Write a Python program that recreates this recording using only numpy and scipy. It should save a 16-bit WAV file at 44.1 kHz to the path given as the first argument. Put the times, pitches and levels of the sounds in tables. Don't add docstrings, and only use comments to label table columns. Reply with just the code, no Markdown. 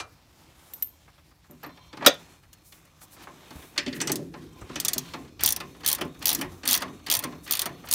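import sys
import numpy as np
from scipy import signal
from scipy.io import wavfile

SR = 44100
rng = np.random.default_rng(int(sys.argv[2]) if len(sys.argv) > 2 else 0)


def volts_from_decibels(level):
    exponent = np.asarray(level, float) / 20
    return 10 ** exponent


def digitize_waveform(pressure):
    field = np.atleast_2d(pressure).T
    bounded = np.clip(field, -1, 1)
    quanta = np.round(bounded * 32767).astype(np.int16)
    wavfile.write(sys.argv[1], SR, quanta)


N = 350154

ON_NUT_S, SEATED_S = 3.78, 4.78

# mode_hz, level_db, t60_s
HEAD_MODES = [(5920, -3, .045), (6620, -5, .045), (7480, -8, .04), (8100, -13, .025), (9010, -1, .045),
              (9920, -3, .04), (10900, -8, .035), (11700, -9, .025), (12500, -8, .025), (13300, -1, .03),
              (13900, -7, .025), (14700, -3, .035), (15400, -8, .03)]
# mode_hz, level_db, t60_s
EXTENSION_MODES = [(1898, -3, 0.23), (2350, -6, 0.15), (2540, -6.5, 0.18), (2980, 3.5, 0.057),
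                   (3490, 3, 0.062), (4120, -3, 0.06), (4340, 4.5, 0.037), (4660, 5, 0.029),
                   (5850, -9.5, 0.019), (5160, -16.5, 0.18)]
# mode_hz, level_db, t60_s
BRACKET_MODES = [(620, -15, 0.04), (597, -7.5, 0.17), (726, -8.5, 0.35), (865, 1.5, 0.12), (1045, -1, 0.25),
                 (1204, 9, 0.053), (1830, -19.5, 0.027)]
# mode_hz, level_db, t60_s
DRIVE_MODES = [(5970, 18.5, 0.065), (6360, -7.5, 0.024), (6920, 13, 0.037), (8060, 15.5, 0.071),
               (8360, -15, 0.026), (10380, -25, .03), (12000, -32.5, 0.015), (13200, -30, 0.017)]


def rows(table):
    return np.transpose(table).astype(float)


def band(x, low_hz, high_hz):
    return signal.sosfilt(signal.butter(2, [low_hz, min(high_hz, .45 * SR)], "band", fs=SR, output="sos"), x)


def fade(x, seconds):
    return signal.lfilter([1], [1, -np.exp(-1 / (max(seconds, 1e-5) * SR))], x)


def drift(rate_hz):
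    time_constant_s = 1 / (2 * np.pi * rate_hz)
    slow = fade(fade(rng.standard_normal(N + SR), time_constant_s), time_constant_s)[SR:]
    return slow / slow.std()


def resonate(x, hz, t60_s):
    r, w = volts_from_decibels(-60 / (t60_s * SR)), 2 * np.pi * hz / SR
    return np.sqrt(2 - 2 * r * r) * signal.lfilter([0, np.sin(w)], [1, -2 * r * np.cos(w), r * r], x)


def swell(table):
    t = np.arange(N) / SR
    return sum(volts_from_decibels(db) * np.exp(-((t - s) / half) ** 2) for s, half, db in table)


def strike(times, level_db, modes, width_hz, crack_db, crack_s, rise_s, scatter_db=3.5):
    at = np.minimum((times * SR).astype(int), N - 1)
    hz, mode_db, t60_s = rows(modes)
    share = volts_from_decibels(mode_db + scatter_db * rng.standard_normal((len(at), len(hz))))
    share = share / np.sqrt((share ** 2).sum(axis=1, keepdims=True))
    blows = np.zeros(N) + 1e-18
    blows[at] = volts_from_decibels(level_db + crack_db) / (1 + rise_s * SR)
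    out = fade(fade(blows, rise_s), crack_s) * rng.standard_normal(N)
    white = rng.standard_normal((2, N))
    for k in range(len(hz)):
        blows[at] = volts_from_decibels(level_db) * share[:, k] / (1 + rise_s * SR)
        rattle = fade(fade(blows, rise_s), t60_s[k] / np.log(1000)) * white[k % 2]
        out += resonate(rattle, hz[k], np.log(1000) / (np.pi * width_hz))
    low_hz, high_hz = .6 * hz.min(), 1.3 * hz.max()
    return band(band(out, low_hz, high_hz), low_hz, high_hz)


def hum():
    # start_s, level_db
    thumps = [
        (3.556, -33),
        (4.615, -38),
        (7.17, -39),
    ]
    # centre_s, level_db
    sways = [
        (0.0, -60),
        (.57, -77.5),
        (1.88, -59.5),
        (5.44, -47),
        (6.5, -50),
        (7.94, -58),
    ]
    sway_s, thump_rise_s, thump_fall_s = 0.066, 0.0019, 0.016
    s, thump_db = rows(thumps)
    push = np.zeros(N)
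    push[(s * SR).astype(int)] = volts_from_decibels(thump_db)
    thump = fade(fade(push, thump_fall_s), thump_rise_s) / (thump_rise_s * SR)
    t = np.arange(N) / SR
    sway = sum(volts_from_decibels(db) * np.exp(-((t - at) / sway_s) ** 2) for at, db in sways)
    murmur = volts_from_decibels(-62 + 6.5 * (t > ON_NUT_S) + drift(3.7))
    low = band(rng.standard_normal(N), 45.5, 109)
    motor = volts_from_decibels(-67) * resonate(rng.standard_normal(N), 152, .1)
    return low / low.std() * (murmur + sway + thump) + motor


def garage(x):
    t60_s, level_db, onset_s = 0.21, -19.5, 0.00095
    t = np.arange(SR // 2) / SR
    tail = band(rng.standard_normal(len(t)), 200, 4900) * volts_from_decibels(-60 * t / t60_s) * (1 - np.exp(-t / onset_s))
    return volts_from_decibels(level_db) * signal.fftconvolve(x, tail / np.sqrt((tail ** 2).sum()))[:N]


def rustle_levels():
    # time_s, level_db
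    hands = [(0, -63.5), (.5, -60.5), (.73, -58.5), (.9, -67), (1.5, -68), (1.66, -64.5), (1.9, -62.5),
             (2.25, -54.5), (2.45, -67), (3.05, -62.5), (3.2, -59), (3.56, -53.5), (4.0, -64), (4.27, -71),
             (4.85, -49.5), (5.32, -67), (5.45, -63), (7.94, -58)]
    # peak_s, level_db
    loads = [(3.3, -59.5), (3.96, -40.5), (4.129, -36.5), (4.45, -52), (4.88, -52), (5.22, -48),
             (5.6, -45.5), (6.0, -46.5), (6.382, -41), (6.85, -42.5), (7.24, -48), (7.74, -52.5)]
    # level_re_hands_db, share of the hands' swing [ratio], level_re_load_db
    layer_mix = [
        (-3, 0.91, 1.5),
        (-0.5, 0.93, -23),
        (-3.5, 0.59, -22),
    ]
    rise_s, fall_s = 0.073, 0.11
    t = np.arange(N) / SR
    hands_db = np.interp(t, *rows(hands))
    load = sum(volts_from_decibels(db) * np.exp(np.minimum((t - s) / rise_s, (s - t) / fall_s)) for s, db in loads)
    mean_db = hands_db.mean()
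    return [volts_from_decibels(mean_db + hands_re_db + share * (hands_db - mean_db)) + volts_from_decibels(load_re_db) * load
            for hands_re_db, share, load_re_db in layer_mix]


def rustle(patchy_db=1.5, grain_db=3, grains_per_s=900, steel_db=-7):
    # band_hz, density_db [dB per Hz]
    colour = [(76, -31), (130, 6.5), (216, 1.5), (404, 14.5), (448, -21), (582, -12), (774, -9.5),
              (1810, -14.5), (4890, -17), (12700, -25), (15500, -19.5), (16500, -49)]
    # mode_hz, level_db
    sung_modes = [(1200, -1), (2500, -7), (3500, -4), (3700, -1), (4350, 1.5), (6100, -4)]
    in_hand_s, grind_db = 1.78, 4
    hz, colour_db = rows(colour)
    grains = (rng.random(N) < grains_per_s / SR) * volts_from_decibels(grain_db * np.minimum(rng.exponential(1, N), 4))
    white = rng.standard_normal((2, N)) * (1 + 0.15 * fade(grains, 0.00094))
    layers = np.zeros((3, N))
    together = drift(14)
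    edges = 15900 / 2 ** np.arange(7, -.1, -.5)
    for k, (low, high) in enumerate(zip(edges, edges[1:])):
        centre = np.sqrt(low * high)
        centre_db = np.interp(np.log(centre), np.log(hz), colour_db)
        gain = volts_from_decibels(centre_db + patchy_db * (together + drift(3.1)))
        layers[np.searchsorted([500, 4500], centre)] += gain * band(white[k % 2], low, high)
    layers[0] = band(layers[0], 110, 430)
    layers /= layers.std(axis=1, keepdims=True)
    t = np.arange(N) / SR
    singing = sum(volts_from_decibels(db + 3.5 * drift(3)) * resonate(white[0], mode_hz, .022) for mode_hz, db in sung_modes)
    layers[1] += volts_from_decibels(steel_db + grind_db * (t > SEATED_S)) * (t > in_hand_s) * singing / singing.std()
    return sum(gain * layer for gain, layer in zip(rustle_levels(), layers))


def swishes():
    # centre_s, half_length_s, level_db
    brushes = [(0.752, 0.16, -59.5), (3.625, 0.11, -56), (5.015, 0.17, -60), (6.37, 0.055, -47.5),
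               (7.555, 0.1, -52), (2.672, 0.028, -56.5), (2.748, 0.055, -58.5), (3.032, 0.02, -49),
               (3.135, 0.024, -51.5), (3.237, 0.016, -55), (3.963, 0.017, -46), (7.45, 0.015, -50),
               (7.862, 0.013, -50.5)]
    # centre_s, half_length_s, level_db
    rubs = [(1.14, 0.027, -65), (1.43, 0.025, -68), (1.68, 0.054, -77), (3.2, 0.063, -58.5),
            (4.44, .06, -58.5), (4.72, 0.045, -52.5), (5.06, 0.1, -51.5), (5.285, .012, -55.5)]
    # centre_s, half_length_s, level_db
    slides = [
        (.94, 0.075, -68),
        (1.87, 0.23, -60),
        (4.57, 0.089, -62),
        (5.05, 0.12, -55.5),
    ]
    # mode_hz, level_db
    sliding_modes = [(1020, 1), (2290, -8.5), (3200, -1), (3570, -5), (4100, -2), (4320, -9), (5550, -6),
                     (6140, -12.5)]
    hiss = band(band(rng.standard_normal(N), 5100, 18000), 2500, 18000)
    rub = band(rng.standard_normal(N), 870, 5000) * volts_from_decibels(2.7 * drift(30))
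    white = rng.standard_normal(N)
    song = sum(volts_from_decibels(db + 3.0 * drift(8)) * resonate(white, mode_hz, .05) for mode_hz, db in sliding_modes)
    return swell(brushes) * hiss / hiss.std() + swell(rubs) * rub / rub.std() + swell(slides) * song / song.std()


def loose_parts():
    # start_s, level_db
    clank = [(.0003, -33)]
    # mode_hz, level_db, t60_s
    sheet_modes = [(474, 0, 0.29), (730, 5.5, 0.21), (1270, 4.5, 0.17), (1950, -8, 0.19), (2379, -20, 0.12),
                   (3000, -30, 0.45), (4000, -1, 0.12), (4700, 2, 0.083), (6100, -15, 0.11),
                   (6160, -25, 0.097)]
    # start_s, level_db
    nut_touches = [
        (.7357, -26),
        (.824, -17.5),
        (.8268, -44),
        (1.5095, -43),
        (1.632, -42),
        (1.663, -46),
    ]
    # mode_hz, level_db, t60_s
    nut_modes = [(2500, -34, .015), (7200, -16, .015), (9313, -10, .015), (12080, -16, .04),
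                 (12900, -6, .035), (13200, 0, .04), (13270, -17, .2), (13400, -6, .04), (14800, -10, .015)]
    # start_s, level_db
    snap = [
        (2.0623, -7),
        (2.0643, -10),
        (2.0708, -10),
        (2.080, -19),
        (2.14, -48),
    ]
    # mode_hz, level_db, t60_s
    socket_modes = [(330, -14, .07), (570, -2, .08), (715, -1, .07), (1360, -1, .06), (1900, -9, .07),
                    (2420, -4, .065), (2950, -7, .05), (3380, -3, .045), (3570, 1, .045), (3800, 0, .04),
                    (4580, -7, .06), (5020, -7, .07), (5640, -1, .04), (6270, -10, .09)]
    # start_s, level_db
    ball_snap = [
        (2.0623, -11),
        (2.0643, -10),
        (2.0708, -22),
        (2.080, -28),
        (2.14, -50),
    ]
    # mode_hz, level_db, t60_s
    ball_modes = [(8700, -3.5, 0.07), (11300, -8, 0.026), (13270, 11.5, .025), (14100, 2, .045),
                  (15100, -10.5, .03)]
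    # start_s, pitch_hz, level_db,
    # t60_s
    pings = [(.0003, 2379, -38, 0.2), (.0003, 6202, -40, 0.097), (2.065, 5080, -60, 1.2),
             (3.778, 7200, -39, 0.14), (4.015, 7200, -36, 0.13), (4.0135, 8150, -24, .035),
             (4.1182, 6150, -21, .04), (5.846, 3100, -36, .05), (5.846, 6300, -37, .05)]
    out = strike(*rows(clank), sheet_modes, width_hz=220, crack_db=6, crack_s=.012, rise_s=.0002)
    out += strike(*rows(nut_touches), nut_modes, width_hz=120, crack_db=-8, crack_s=.0015, rise_s=.0002)
    out += strike(*rows(snap), socket_modes, width_hz=150, crack_db=5, crack_s=.003, rise_s=.0003, scatter_db=2)
    out += strike(*rows(ball_snap), ball_modes, width_hz=300, crack_db=3, crack_s=.002, rise_s=.0003, scatter_db=2)
    for s, hz, level_db, t60_s in pings:
        start = int(s * SR)
        t = np.arange(N - start) / SR
        out[start:] += volts_from_decibels(level_db - 60 * t / t60_s) * np.sin(2 * np.pi * hz * t)
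    return out


def contacts():
    # start_s, bright_db, steel_db, bracket_db, bodywork_db
    handling = [(1.076, -71, -75, -54.5, -54.5), (1.495, -88, -85, -61, -36), (1.515, -90, -89, -63, -49),
                (1.535, -86, -78, -71, -48), (1.6296, -75, -45, -39, -41), (1.642, -80, -48, -51, -45),
                (1.66, -80, -62, -53, -36), (1.69, -80, -59, -51, -45), (1.9278, -82, -44, -45, -32.5),
                (1.97, -46, -42, -45, -31.5), (2.0071, -65.5, -56, -37, -32.5), (2.022, -60, -43, -34, -30),
                (2.046, -51, -30.5, -29, -46.5), (2.432, -55, -61, -62, -70.5),
                (2.529, -33.5, -53, -76.5, -77), (2.7212, -38, -47, -59, -64.5),
                (3.013, -40.5, -56.5, -52, -54.5), (3.2687, -76.5, -60.5, -43.5, -71.5),
                (3.505, -40.5, -47, -47.5, -34), (3.555, -41, -71, -58, -63), (3.62, -45, -50, -51.5, -64)]
    # start_s, bright_db, steel_db,
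    # bracket_db, bodywork_db
    seating = [(3.759, -53, -49, -42, -43), (3.777, -23, -15.5, -51, -27.5), (3.861, -46, -32, -48, -23),
               (3.877, -52, -36.5, -69, -37), (3.9265, -55, -33.5, -61, -49), (3.96, -60, -45, -69, -38),
               (4.13, -59, -63, -56, -30), (4.002, -27, -26.5, -55, -36), (4.0133, -16, -38, -38, -55),
               (4.072, -17.5, -29, -41, -67), (4.0938, -36, -29, -40, -15), (4.19, -75, -69, -67, -22.5),
               (4.3377, -76, -45.5, -43, -37.5), (4.611, -42.5, -66, -46.5, -34),
               (4.6963, -71, -57, -43.5, -31.5), (4.7561, -23.5, -29.5, -41.5, -26),
               (4.957, -76, -50, -45, -26.5), (7.322, -53, -48.5, -48, -34.5), (7.837, -56, -62, -44, -49)]
    # start_s, bright_db, steel_db
    ticks = [(1.178, -75, -59.5), (1.31, -69, -62.5), (1.44, -75, -61.5), (1.462, -74, -77),
             (3.127, -54, -62), (3.165, -63, -55), (3.205, -68, -54), (3.235, -66, -58), (4.53, -49.5, -75),
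             (5.21, -70, -60), (5.245, -58, -57), (5.428, -40, -39.5), (7.501, -38, -42.5),
             (7.61, -23, -44), (6.803, -36, -68), (7.217, -47, -69), (1.771, -59.5, -54),
             (2.85, -45.5, -66), (5.746, -67, -54.5), (5.765, -49, -70), (5.804, -44, -49),
             (6.0494, -41, -74), (6.144, -49, -56), (6.19, -40, -75), (6.2074, -49, -53), (6.879, -54, -51),
             (6.992, -58, -58)]
    # touch_s, tick_s, tick_db, sliding_steel_db
    take_ups = [(5.393, 5.406, -22, -33), (5.833, 5.845, -29.5, -35), (6.216, 6.2234, -26.5, -37.5),
                (6.632, 6.653, -18, -30.5), (7.067, 7.063, -27, -34.5), (7.462, 7.4745, -34, -38),
                (7.871, 7.886, -24.5, -38)]
    # bright_re_tick_db, then steel_db, bracket_db, bodywork_db re sliding steel
    take_up_shape = [
        (-30, -4.5, -10.5, -8),
        (0, -1, -17.5, -36),
        (-8, -4.5, -26, 2),
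    ]
    # stop_s, warning_lead_s, bright_db, steel_db, bodywork_db
    stops = [(5.1355, 0.0017, -37, -35, -34), (5.6012, 0.037, -25, -33, -36), (6.01, 0.028, -18, -28, -24),
             (6.4111, 0.023, -13.5, -29.5, -29), (6.8192, 0.0134, -19, -29, -36),
             (7.2368, 0.012, -14, -31, -28.5), (7.656, 0.029, -12, -31.5, -31)]
    # bright_db, steel_db, bracket_db (re steel), bodywork_db, added to the stop's own levels
    stop_shape = [
        (-16, -11.5, -12, -27),
        (-3.5, -0.5, -3.5, 3),
        (-33, -48, -23.5, -3),
    ]
    bedding_s, rebound_s = 0.018, 0.033
    out = [*handling, *seating]
    for s, bright_db, steel_db in ticks:
        out.append((s, bright_db, steel_db, steel_db, steel_db))
    for touch, tick, tick_db, steel_db in take_ups:
        for s, shape in zip((touch, tick, tick + bedding_s), take_up_shape):
            out.append((s, *np.add(shape, (tick_db, steel_db, steel_db, steel_db))))
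    for stop, lead, bright_db, steel_db, body_db in stops:
        for s, shape in zip((stop - lead, stop, stop + rebound_s), stop_shape):
            out.append((s, *np.add(shape, (bright_db, steel_db, steel_db, body_db))))
    return rows(out)


def knocks():
    # mode_hz, level_db, t60_s
    body_modes = [(164.1, -13, 0.71), (229, 2, 0.044), (260.5, -1.5, 0.24), (303.3, 5, 0.076),
                  (367.5, -0.5, 0.15), (410, -12.5, 0.037), (577, -3.5, 0.089)]
    s, bright_db, steel_db, bracket_db, body_db = contacts()
    loose = (s > ON_NUT_S - .1) & (s < SEATED_S)
    drive = strike(s[loose], bright_db[loose] - 8, DRIVE_MODES, width_hz=380, crack_db=-3, crack_s=.004, rise_s=.0008)
    bright = strike(s[~loose], bright_db[~loose] - 9, HEAD_MODES, width_hz=600, crack_db=1.5, crack_s=.002, rise_s=.002)
    steel = strike(s, steel_db + 1.5, EXTENSION_MODES, width_hz=260, crack_db=-1, crack_s=.008, rise_s=.002)
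    bracket = strike(s, bracket_db + 1.5, BRACKET_MODES, width_hz=60, crack_db=13, crack_s=.012, rise_s=.004)
    body = strike(s, body_db - 4, body_modes, width_hz=23, crack_db=7, crack_s=.0067, rise_s=.0034)
    return drive + bright + steel + bracket + body


def ratchet(head_trim_db=-2.0, extension_trim_db=-2.0):
    # start_s, head_db, extension_db
    creep = [(4.118, -19, -26), (4.1566, -27, -33), (4.8, -23, -27), (4.849, -19, -23), (4.8824, -17, -23),
             (4.9329, -17, -27), (4.9805, -19, -28), (5.5625, -25, -32)]
    # start_s, head_db, extension_db
    teeth = [(5.4353, -12.5, -27), (5.4486, -29.5, -20), (5.4604, -11, -27), (5.4756, -20, -22),
             (5.4883, -16.5, -31), (5.505, -20.5, -36), (5.5231, -17.5, -35), (5.862, -17, -21.5),
             (5.8761, -14, -24.5), (5.887, -16, -26.5), (5.9, -23, -26.5), (5.9145, -21, -27),
             (5.9284, -16.5, -27), (5.949, -23, -33), (6.256, -14, -22), (6.2694, -19, -24.5),
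             (6.2802, -19, -32), (6.2906, -17.5, -20), (6.3018, -23, -27), (6.3143, -26, -25.5),
             (6.3293, -19.5, -28), (6.3483, -19.5, -27.5), (6.676, -16.5, -19), (6.6878, -18.5, -19),
             (6.6993, -23, -26), (6.7097, -15.5, -24), (6.7197, -22, -21.5), (6.7294, -12, -27.5),
             (6.7404, -19, -16.5), (6.7497, -18, -27), (6.762, -26, -39), (6.7754, -24, -30),
             (7.1, -19, -19.5), (7.1134, -16, -16.5), (7.124, -18, -31), (7.1385, -18, -19),
             (7.1507, -18, -26), (7.1676, -21.5, -34), (7.1907, -22, -29.5), (7.5095, -15.5, -24.5),
             (7.522, -17.5, -26), (7.535, -23, -22.5), (7.552, -24.5, -25.5), (7.5707, -28, -33),
             (7.5929, -18.5, -21.5), (7.6174, -20, -25), (7.912, -17, -23), (7.9257, -17, -24),
             (7.9368, -13.5, -27)]
    s, head_db, extension_db = rows([*creep, *teeth])
    head = strike(s, head_db, HEAD_MODES, width_hz=330, crack_db=9, crack_s=.00075, rise_s=.00037, scatter_db=4.5)
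    extension = strike(s, extension_db + extension_trim_db, EXTENSION_MODES[4:],
                       width_hz=400, crack_db=5.5, crack_s=.0022, rise_s=.00017)
    lows = strike(s, extension_db - 20, EXTENSION_MODES[:4], width_hz=300, crack_db=11, crack_s=.008, rise_s=.004)
    bracket = strike(s, extension_db - 18.5, BRACKET_MODES, width_hz=64, crack_db=-5.5, crack_s=.006, rise_s=.0015)
    slow = s < SEATED_S + .3
    drive = strike(s[slow], extension_db[slow] - 0.1, DRIVE_MODES,
                   width_hz=2000, crack_db=6, crack_s=.0035, rise_s=.000098)
    bite = strike(s[~slow], head_db[~slow] - 8.5, HEAD_MODES[9:12],
                  width_hz=500, crack_db=20, crack_s=.001, rise_s=.0005)
    return volts_from_decibels(head_trim_db) * (head + bite) + extension + lows + bracket + drive


def scene():
    metal = ratchet() + knocks() + loose_parts()
    return (metal + garage(metal) + rustle() + hum() + swishes())[None]


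def top_cut(x):
    return signal.sosfilt(signal.butter(12, 16990, fs=SR, output="sos"), x)


def record(dry):
    thin = signal.sosfilt(signal.butter(2, 40, "high", fs=SR, output="sos"), dry)
    rounded = np.tanh(thin)
    cut = signal.sosfilt(signal.cheby2(10, 60, 16900, fs=SR, output="sos"), rounded)
    return top_cut(cut)


dry = scene()
out = record(dry)
digitize_waveform(out)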